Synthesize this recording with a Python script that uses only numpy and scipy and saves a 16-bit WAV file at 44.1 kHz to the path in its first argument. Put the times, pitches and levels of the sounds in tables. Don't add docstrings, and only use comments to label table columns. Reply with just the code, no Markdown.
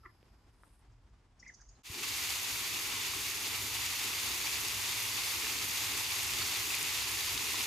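import sys
import numpy as np
from scipy import signal
from scipy.fft import rfft, irfft, next_fast_len
from scipy.io import wavfile

SR = 44100
rng = np.random.default_rng(int(sys.argv[2]) if len(sys.argv) > 2 else 0)


def level_to_linear(level):
    exponent = np.asarray(level, float) / 20
    return 10 ** exponent


def to_wav(sig):
    pcm = np.clip(np.atleast_2d(sig), -1, 1) * 32767
    pcm = np.round(pcm).astype(np.int16)
    wavfile.write(sys.argv[1], SR, pcm.T)


N = 337890
TIME_S = np.arange(N) / SR
FADE_START_S, FADE_S = 1.833, 0.29

# [freq_hz, correlation (no unit)]
PLAZA_LIKENESS = [(60, 0.98), (99, 1), (160, 0.93), (270, 0.95), (450, 0.83), (740, 0.53), (1220, 0.56),
                  (2010, 0.42), (3330, 0.54), (5500, 0.63), (9080, 0.85), (15000, 0.97)]


def rms_one(x):
    return x / np.sqrt(np.mean(x ** 2) + 1e-20)


def in_time(rows):
    s, *columns = np.transpose(rows)
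    return [np.interp(TIME_S, s, column) for column in columns]


def sounding(rows):
    return (TIME_S > rows[0][0]) & (TIME_S < rows[-1][0])


def at_hz(points, hz):
    points = np.array(points)
    return np.interp(np.log(hz), np.log(points[:, 0]), points[:, 1])


def swells(rows, width_s):
    return sum(db * np.exp(-.5 * ((TIME_S - s) / width_s) ** 2) for s, db in rows)


def drift(rate_hz):
    r = np.exp(-80 * np.pi * rate_hz / SR)
    noise = rng.standard_normal(N // 40 + 2002)
    slow = signal.lfilter([1], [1, -2 * r, r * r], noise)[2000:]
    return np.interp(np.arange(N) / 40, np.arange(len(slow)), rms_one(slow))


def resonance(x, hz, width_hz):
    r = np.exp(-np.pi * width_hz / SR)
    zeros = [(1 - r * r) / 2, 0, (r * r - 1) / 2]
    poles = [1, -2 * r * np.cos(2 * np.pi * hz / SR), r * r]
    return signal.lfilter(zeros, poles, x + 1e-18)


def coloured(pair, spectrum, likeness):
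    size = next_fast_len(N)
    hz = np.maximum(np.arange(size // 2 + 1) * SR / size, 1)
    mid, side = rfft(pair, size) * level_to_linear(at_hz(spectrum, hz))
    alike = np.clip(at_hz(likeness, hz), -1, 1)
    stereo = np.sqrt(1 + alike) * mid + np.sqrt(1 - alike) * side * [[1], [-1]]
    return rms_one(irfft(stereo, size)[:, :N])


def add(out, s, sound, pan_db):
    i = round(s * SR)
    out[:, i:i + len(sound)] += sound[:N - i] * level_to_linear([[pan_db / 2], [-pan_db / 2]])


def impacts(per_s, spread_db, noise_share):
    sizes = level_to_linear(spread_db * np.minimum(rng.exponential(1, (2, N)), 5)) * rng.choice([-1, 1], (2, N))
    clicks = rms_one(sizes * (rng.random((2, N)) < per_s / SR))
    share = np.clip(noise_share, 0, 1)
    return np.sqrt(1 - share) * clicks + np.sqrt(share) * rng.standard_normal((2, N))


def bubble(hz, cycles, rise, attack=0.105):
    turns = np.arange(int(cycles * SR / hz)) * hz / SR
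    tone = np.sin(2 * np.pi * turns * (1 + rise * turns / cycles))
    return tone * level_to_linear(-60 * turns / cycles) * np.minimum(turns / attack, 1)


def bubbles(per_s, cycles, spread_db):
    sizes = level_to_linear(spread_db * np.minimum(rng.exponential(1, (2, N)), 4))
    starts = sizes * (rng.random((2, N)) < per_s / SR)
    dealt = rng.integers(0, 16, (2, N))
    pitches_hz = np.geomspace(700, 7500, 16)
    return rms_one(sum(resonance(starts * (dealt == k), hz, hz / cycles) for k, hz in enumerate(pitches_hz)))


def jets():
    # [freq_hz, relative density_db per Hz]
    splash_spectrum = [(300, -41), (450, -18.5), (560, -20.5), (664, -16.5), (853, -9), (1040, -7),
                       (1580, -11), (2050, -3), (2720, -1.5), (3100, -5.5), (3600, -3), (4050, -6),
                       (4570, -3.5), (5590, -8.5), (6830, -7.5), (7550, -13), (9000, -14.5), (11700, -31.5)]
    spray_spectrum = [(3820, -15), (6500, -1), (8570, -6.5), (10700, -3.5), (13000, -5), (14000, -5),
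                      (14900, -7.5)]
    # [time_s, level_db]
    flow = [(1.83, -38), (3.0, -38), (3.7, -38), (4.1, -37), (5.0, -37), (6.0, -36.5), (6.8, -36.5),
            (7.66, -36.5)]
    # [time_s, db above the flow]
    gushes = [(1.862, 4), (1.945, 3.5), (1.99, 2.5), (2.038, 5), (2.238, 1.5), (2.306, 1.5), (2.66, 2.7),
              (2.85, 1.2), (3.467, 2), (3.698, -1.5), (3.859, 2.5), (4.3, 0), (4.467, 2), (4.91, 0.5),
              (5.18, 1.5), (5.45, 1.2), (5.621, 2.5), (6.42, 1), (6.748, 2), (6.98, 0.5), (7.612, 1)]
    flow_db, = in_time(flow)
    faded_in_s = FADE_START_S + FADE_S
    early = [g for g in gushes if g[0] < faded_in_s]
    late = [g for g in gushes if g[0] >= faded_in_s]
    gush_db = swells(early, width_s=0.0082) + swells(late, width_s=0.013)
    throb_db = 0.62 * drift(9.0) + 0.55 * drift(42)
    water = impacts(6000, spread_db=1.5, noise_share=0.61) + 0.33 * bubbles(2000, cycles=6.6, spread_db=3.0)
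    fall = level_to_linear(flow_db + gush_db + throb_db) * coloured(water, splash_spectrum, PLAZA_LIKENESS)
    grains = impacts(4000, spread_db=3.5, noise_share=0.69)
    flicker_db = 0.57 * drift(12.0) + 0.73 * drift(38)
    spray_db = flow_db - 3 + 0.13 * gush_db + 0.4 * throb_db + flicker_db
    return fall + level_to_linear(spray_db) * coloured(grains, spray_spectrum, PLAZA_LIKENESS)


def plops():
    out = np.zeros((2, N))
    # [start_s, level_db, pitch_hz]
    big_drops = [(2.032, -37, 1550), (2.037, -30.5, 2680), (2.861, -29, 2770), (3.135, -31, 1100),
                 (3.319, -33, 2780), (3.914, -37, 2730), (4.062, -35, 2620), (4.131, -27.5, 2700),
                 (4.472, -30, 2350), (5.359, -32, 2510), (5.445, -31.5, 1750), (5.753, -31, 2600),
                 (6.011, -32, 934), (6.145, -33, 2610), (6.296, -32, 2340), (6.419, -30, 1340),
                 (6.704, -27, 2580), (6.744, -27, 2490), (7.094, -34, 1690), (7.543, -32, 1020),
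                 (7.609, -33, 3020)]
    t60_s = .019
    for (s, level_db, hz), pan_db in zip(big_drops, rng.normal(0, 1, len(big_drops))):
        add(out, s, level_to_linear(level_db) * bubble(hz, cycles=t60_s * hz, rise=0.075, attack=1.2), pan_db)
    return out


def slaps():
    out, t = np.zeros((2, N)), np.arange(int(.02 * SR)) / SR
    # [start_s, level_db (rms before the decay), centre_hz]
    stone_slaps = [(2.304, -30, 4600), (3.862, -28, 5000), (4.684, -30.5, 4570), (5.468, -27, 2400),
                   (5.976, -29, 6000), (6.231, -32, 9000), (6.336, -29, 4130), (6.75, -30, 11000),
                   (6.828, -27, 8500), (7.207, -32, 3830), (7.377, -26, 3540)]
    for s, level_db, hz in stone_slaps:
        burst = rms_one(resonance(rng.standard_normal(len(t)), hz, 0.43 * hz))
        add(out, s, level_to_linear(level_db) * burst * level_to_linear(-60 * t / 0.015), 0)
    return out


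def knock():
    out, start_s, level_db, hz, t60_s = np.zeros((2, N)), 1.899, -36.5, 89, 0.07
    add(out, start_s, level_to_linear(level_db) * bubble(hz, cycles=hz * t60_s, rise=0), 0)
    return out


def croak():
    # [time_s, level_db, bill opening as treble_db]
    course = [(.03, -78, -12), (.036, -59, -14), (.05, -55, -18), (.055, -64, 6), (.061, -53.5, 6),
              (.068, -53, -19), (.077, -73, 2), (.104, -71, -2), (.112, -80, 0)]
    # [freq_hz, width_hz, relative level_db]
    throat_modes = [(350, 69, -5), (1180, 150, 8)]
    bill_modes = [(1750, 150, -5), (1980, 140, -1)]
    high_hz, low_hz, slur_s, slur_width_s = 440, 350, .052, 0.0055
    level_db, treble_db = in_time(course)
    slur = .5 + .5 * np.tanh((TIME_S - slur_s) / slur_width_s)
    pitch_hz = high_hz + (low_hz - high_hz) * slur
    turns = np.cumsum(pitch_hz * (1 + 0.035 * drift(150))) / SR
    pulses = np.diff(np.floor(turns), prepend=0)

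    def ring(modes):
        return rms_one(sum(level_to_linear(db) * resonance(resonance(pulses, hz, w), hz, w) for hz, w, db in modes))

    return level_to_linear(level_db) * (ring(throat_modes) + level_to_linear(treble_db) * ring(bill_modes)) * sounding(course)


def piping():
    # [time_s, pitch_hz, level_db, roughness (0 to 2, no unit)]
    notes = [
        [(1.425, 1970, -75, 0.091), (1.43, 1990, -51, 0.2), (1.437, 2100, -59, .1), (1.441, 2400, -68, .4),
         (1.458, 2490, -64, .4)],
        [(1.459, 2170, -68, .1), (1.466, 2020, -50, 0.23), (1.484, 2190, -60, 0.14), (1.497, 2020, -50, .13),
         (1.505, 1780, -56, 0.2), (1.509, 1700, -68, .1)],
        [(1.595, 1450, -80, 0.46), (1.602, 1500, -67, 0.45), (1.612, 1440, -77, .7), (1.62, 1750, -76, .9),
         (1.64, 1750, -77, .9)],
        [(1.752, 4280, -82, .1), (1.759, 4200, -77, .5), (1.77, 4100, -82, .1)],
    ]
    out = 0
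    for note in notes:
        pitch_hz, level_db, rough = in_time(note)
        shaken_hz = pitch_hz * (1 + 0.17 * rough * drift(300))
        tone = np.sqrt(2) * np.sin(2 * np.pi * np.cumsum(shaken_hz) / SR)
        out = out + level_to_linear(level_db + 8.4 * rough * drift(150)) * tone * sounding(note)
    return out


def small_bird():
    out, t = np.zeros((2, N)), np.arange(int(0.039 * SR)) / SR
    # [time_s, level_db, loudest_hz, left minus right pan_db]
    chips = [(.916, -76, 7200, 1), (1.09, -80, 6860, 4), (1.394, -60, 5640, 5), (1.473, -58.5, 6000, -2),
             (1.538, -57.5, 5920, -3), (1.608, -62, 6200, -5), (1.686, -62, 6560, 1)]
    voice = signal.butter(3, [4700, 7200], "band", fs=SR, output="sos")
    for (s, level_db, hz, pan_db), phase in zip(chips, rng.random(len(chips))):
        swing_hz = 5750 + 1050 * np.sin(2 * np.pi * (135 * t + phase))
        harsh = np.sin(2 * np.pi * np.cumsum(swing_hz) / SR) + 1.3 * rng.standard_normal(len(t))
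        chip = 0.95 * signal.sosfilt(voice, harsh) + 2.4 * resonance(resonance(harsh, hz, 450), hz, 450)
        edge = 0.5 * resonance(resonance(harsh, 7900, 500), 7900, 500) * (t < .016)
        add(out, s - .011, level_to_linear(level_db) * (chip + edge) * np.hanning(len(t)) ** 2.9, pan_db)
    return out


def twigs():
    out = np.zeros((2, N))
    # [start_s, level_db, pitch_hz, snap_db, left minus right pan_db]
    ticks = [(.229, -49, 450, -51, -4), (.635, -38.5, 1260, -61, 2), (.730, -75, 1500, -66, 0),
             (.753, -75, 1500, -66, .5), (1.152, -66, 1200, -68, 1.5)]
    for s, level_db, hz, snap_db, pan_db in ticks:
        add(out, s, level_to_linear(level_db) * bubble(hz, cycles=5.0, rise=0, attack=.35), pan_db)
        add(out, s, level_to_linear(snap_db) * bubble(2900, cycles=5.8, rise=0), pan_db)
    return out


def reeds_echo(x, t60, level_db):
    t = np.arange(int(.35 * SR)) / SR
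    tail = rng.standard_normal((2, len(t))) * level_to_linear(-60 * t / t60) * (t > .004)
    tail = tail / np.sqrt(np.sum(tail[0] ** 2))
    return level_to_linear(level_db) * signal.fftconvolve(x, tail, axes=1)[:, :N]


def wavering_tone(hz):
    wandering_hz = hz * (1 + .015 * drift(1.458))
    return level_to_linear(2.0 * drift(2.9)) * np.sin(2 * np.pi * np.cumsum(wandering_hz) / SR)


def town():
    # [freq_hz, relative density_db per Hz]
    spectra = [(15, -48), (25, -20), (59, -3.5), (97, -3.5), (113, -5), (140, -14), (160, -21), (210, -46),
               (350, -120)], [(82, -28), (140, -6), (216, -3), (280, 0.5), (387, 1.5), (440, 0), (500, -11.5),
                            (560, -23), (780, -50), (1320, -120)]
    # [freq_hz, amplitude_db against the noise rms]
    tone_sets = [(72, -16), (100, -2.5), (114, -5)], [(287, -10.5), (328, -17), (388, -12.5)]
    # [first_db, gain_db per s, random swing_db, swing rate_hz]
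    levels = [(-57.5, 0.3, 0.7, 3.9), (-58.5, 0.23, 2, 5.0)]
    # [time_s, rise_db]
    rise_sets = [
        [(3.16, 3), (3.65, 3.5), (3.85, 4), (4.31, 3.5), (4.5, 2), (4.72, 3.5), (5.95, 5), (6.2, 3.5),
         (6.4, 3.5), (6.83, 2.5), (7.34, 4), (7.66, -1)],
        [(1.95, 9), (2.54, 1.5), (2.97, 2.5), (3.75, 3.5), (4.31, 8.5), (4.7, 4), (4.9, 0), (5.11, 3.5),
         (5.6, 3.5), (5.95, 3), (6.4, 4), (6.75, 1.5), (7.46, 0.5), (7.66, 4)],
    ]
    out, since_s = 0, TIME_S - FADE_START_S
    for level, rises, spectrum, tones in zip(levels, rise_sets, spectra, tone_sets):
        first_db, gain_db, swing_db, rate_hz = level
        level_db = first_db + gain_db * since_s + swells(rises, width_s=0.063) + swing_db * drift(rate_hz)
        noise = coloured(rng.standard_normal((2, N)), spectrum, PLAZA_LIKENESS)
        motors = sum(level_to_linear(db) * wavering_tone(hz) for hz, db in tones)
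        out = out + level_to_linear(level_db) * rms_one(noise + motors)
    return out


def far_rumble(likeness):
    # [freq_hz, relative density_db per Hz]
    spectrum = [(15, -49), (25, -10), (48, 3.5), (81, -8.5), (118, -6), (140, -24), (250, -33), (320, -61),
                (550, -120)]
    # [time_s, rise_db]
    rises = [(.41, 1), (.9, 4.5), (1.73, -0.5)]
    level_db = -63 + swells(rises, width_s=0.078) + 1.5 * drift(11.0)
    return level_to_linear(level_db) * coloured(rng.standard_normal((2, N)), spectrum, likeness)


def open_air(likeness):
    # [freq_hz, relative density_db per Hz]
    spectrum = [(90, -44), (150, -4.5), (283, -6.5), (554, -15), (900, -11.5), (1490, -16.5), (3940, -24.5),
                (8000, -30), (12400, -44), (13200, -60)]
    # [time_s, rise_db]
    rises = [(.64, 1.5), (1.47, 2.6)]
    level_db = -71 + swells(rises, width_s=0.046) + 1.8 * drift(17)
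    return level_to_linear(level_db) * coloured(rng.standard_normal((2, N)), spectrum, likeness)


def leaves(likeness):
    # [freq_hz, relative density_db per Hz]
    spectrum = [(6500, -26), (8000, -6), (9200, -2), (10800, -8), (12000, -11), (12800, -20), (15200, -40)]
    top_s, end_s, top_db = 0.65, 0.81, -74.5
    rise_db_per_s, sag_db_per_s, drop_db_per_s = 130, 45, 300
    gust_db = top_db - rise_db_per_s * np.maximum(top_s - TIME_S, 0)
    gust_db = gust_db - sag_db_per_s * np.maximum(TIME_S - top_s, 0)
    gust_db = gust_db - drop_db_per_s * np.maximum(TIME_S - end_s, 0)
    grains = impacts(900, spread_db=5.0, noise_share=0.67)
    return level_to_linear(gust_db + 1.8 * drift(25)) * coloured(grains, spectrum, likeness)


def bank_air():
    # [freq_hz, correlation (no unit)]
    likeness = [(60, 0.99), (180, 0.94), (550, 0.78), (1650, 0.62), (4970, 0.47), (15000, 0.99)]
    return far_rumble(likeness) + open_air(likeness) + leaves(likeness)


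def hiss_bands():
    # [centre_hz, width_hz of each of two resonances, level_db at 0 s, loss_db per s]
    bands = [(5000, 550, -80, 11), (11400, 1500, -82.5, 18)]
    out = 0
    for hz, width_hz, db, loss_db in bands:
        noise = rng.standard_normal((2, N))
        band = rms_one(resonance(resonance(noise, hz, width_hz), hz, width_hz))
        out = out + level_to_linear(db - loss_db * TIME_S) * band
    return out


def scene():
    cut_s, after_cut_db, fade_power = 1.822, -12, 0.79
    near, far = croak() + piping() + twigs(), small_bird()
    bank = bank_air() + hiss_bands() + near + reeds_echo(near, t60=0.15, level_db=-9.0)
    bank = bank + far + reeds_echo(far, t60=.6, level_db=-2.0)
    fade = np.clip((TIME_S - FADE_START_S) / FADE_S, 0, 1) ** fade_power
    bank_gain = np.where(TIME_S < cut_s, 1, level_to_linear(after_cut_db) * (1 - fade))
    return bank * bank_gain + (jets() + town()) * fade + plops() + slaps() + knock()


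def band_limit(x):
    return signal.sosfilt(signal.butter(12, 16080, fs=SR, output="sos"), x)


def record(dry):
    bass_cut = signal.butter(2, 36, "high", fs=SR, output="sos")
    top_cut = signal.ellip(12, .2, 90, 14880, fs=SR, output="sos")
    mix = signal.sosfilt(np.vstack([bass_cut, top_cut]), dry)
    return band_limit(mix)


dry = scene()
out = record(dry)
to_wav(out)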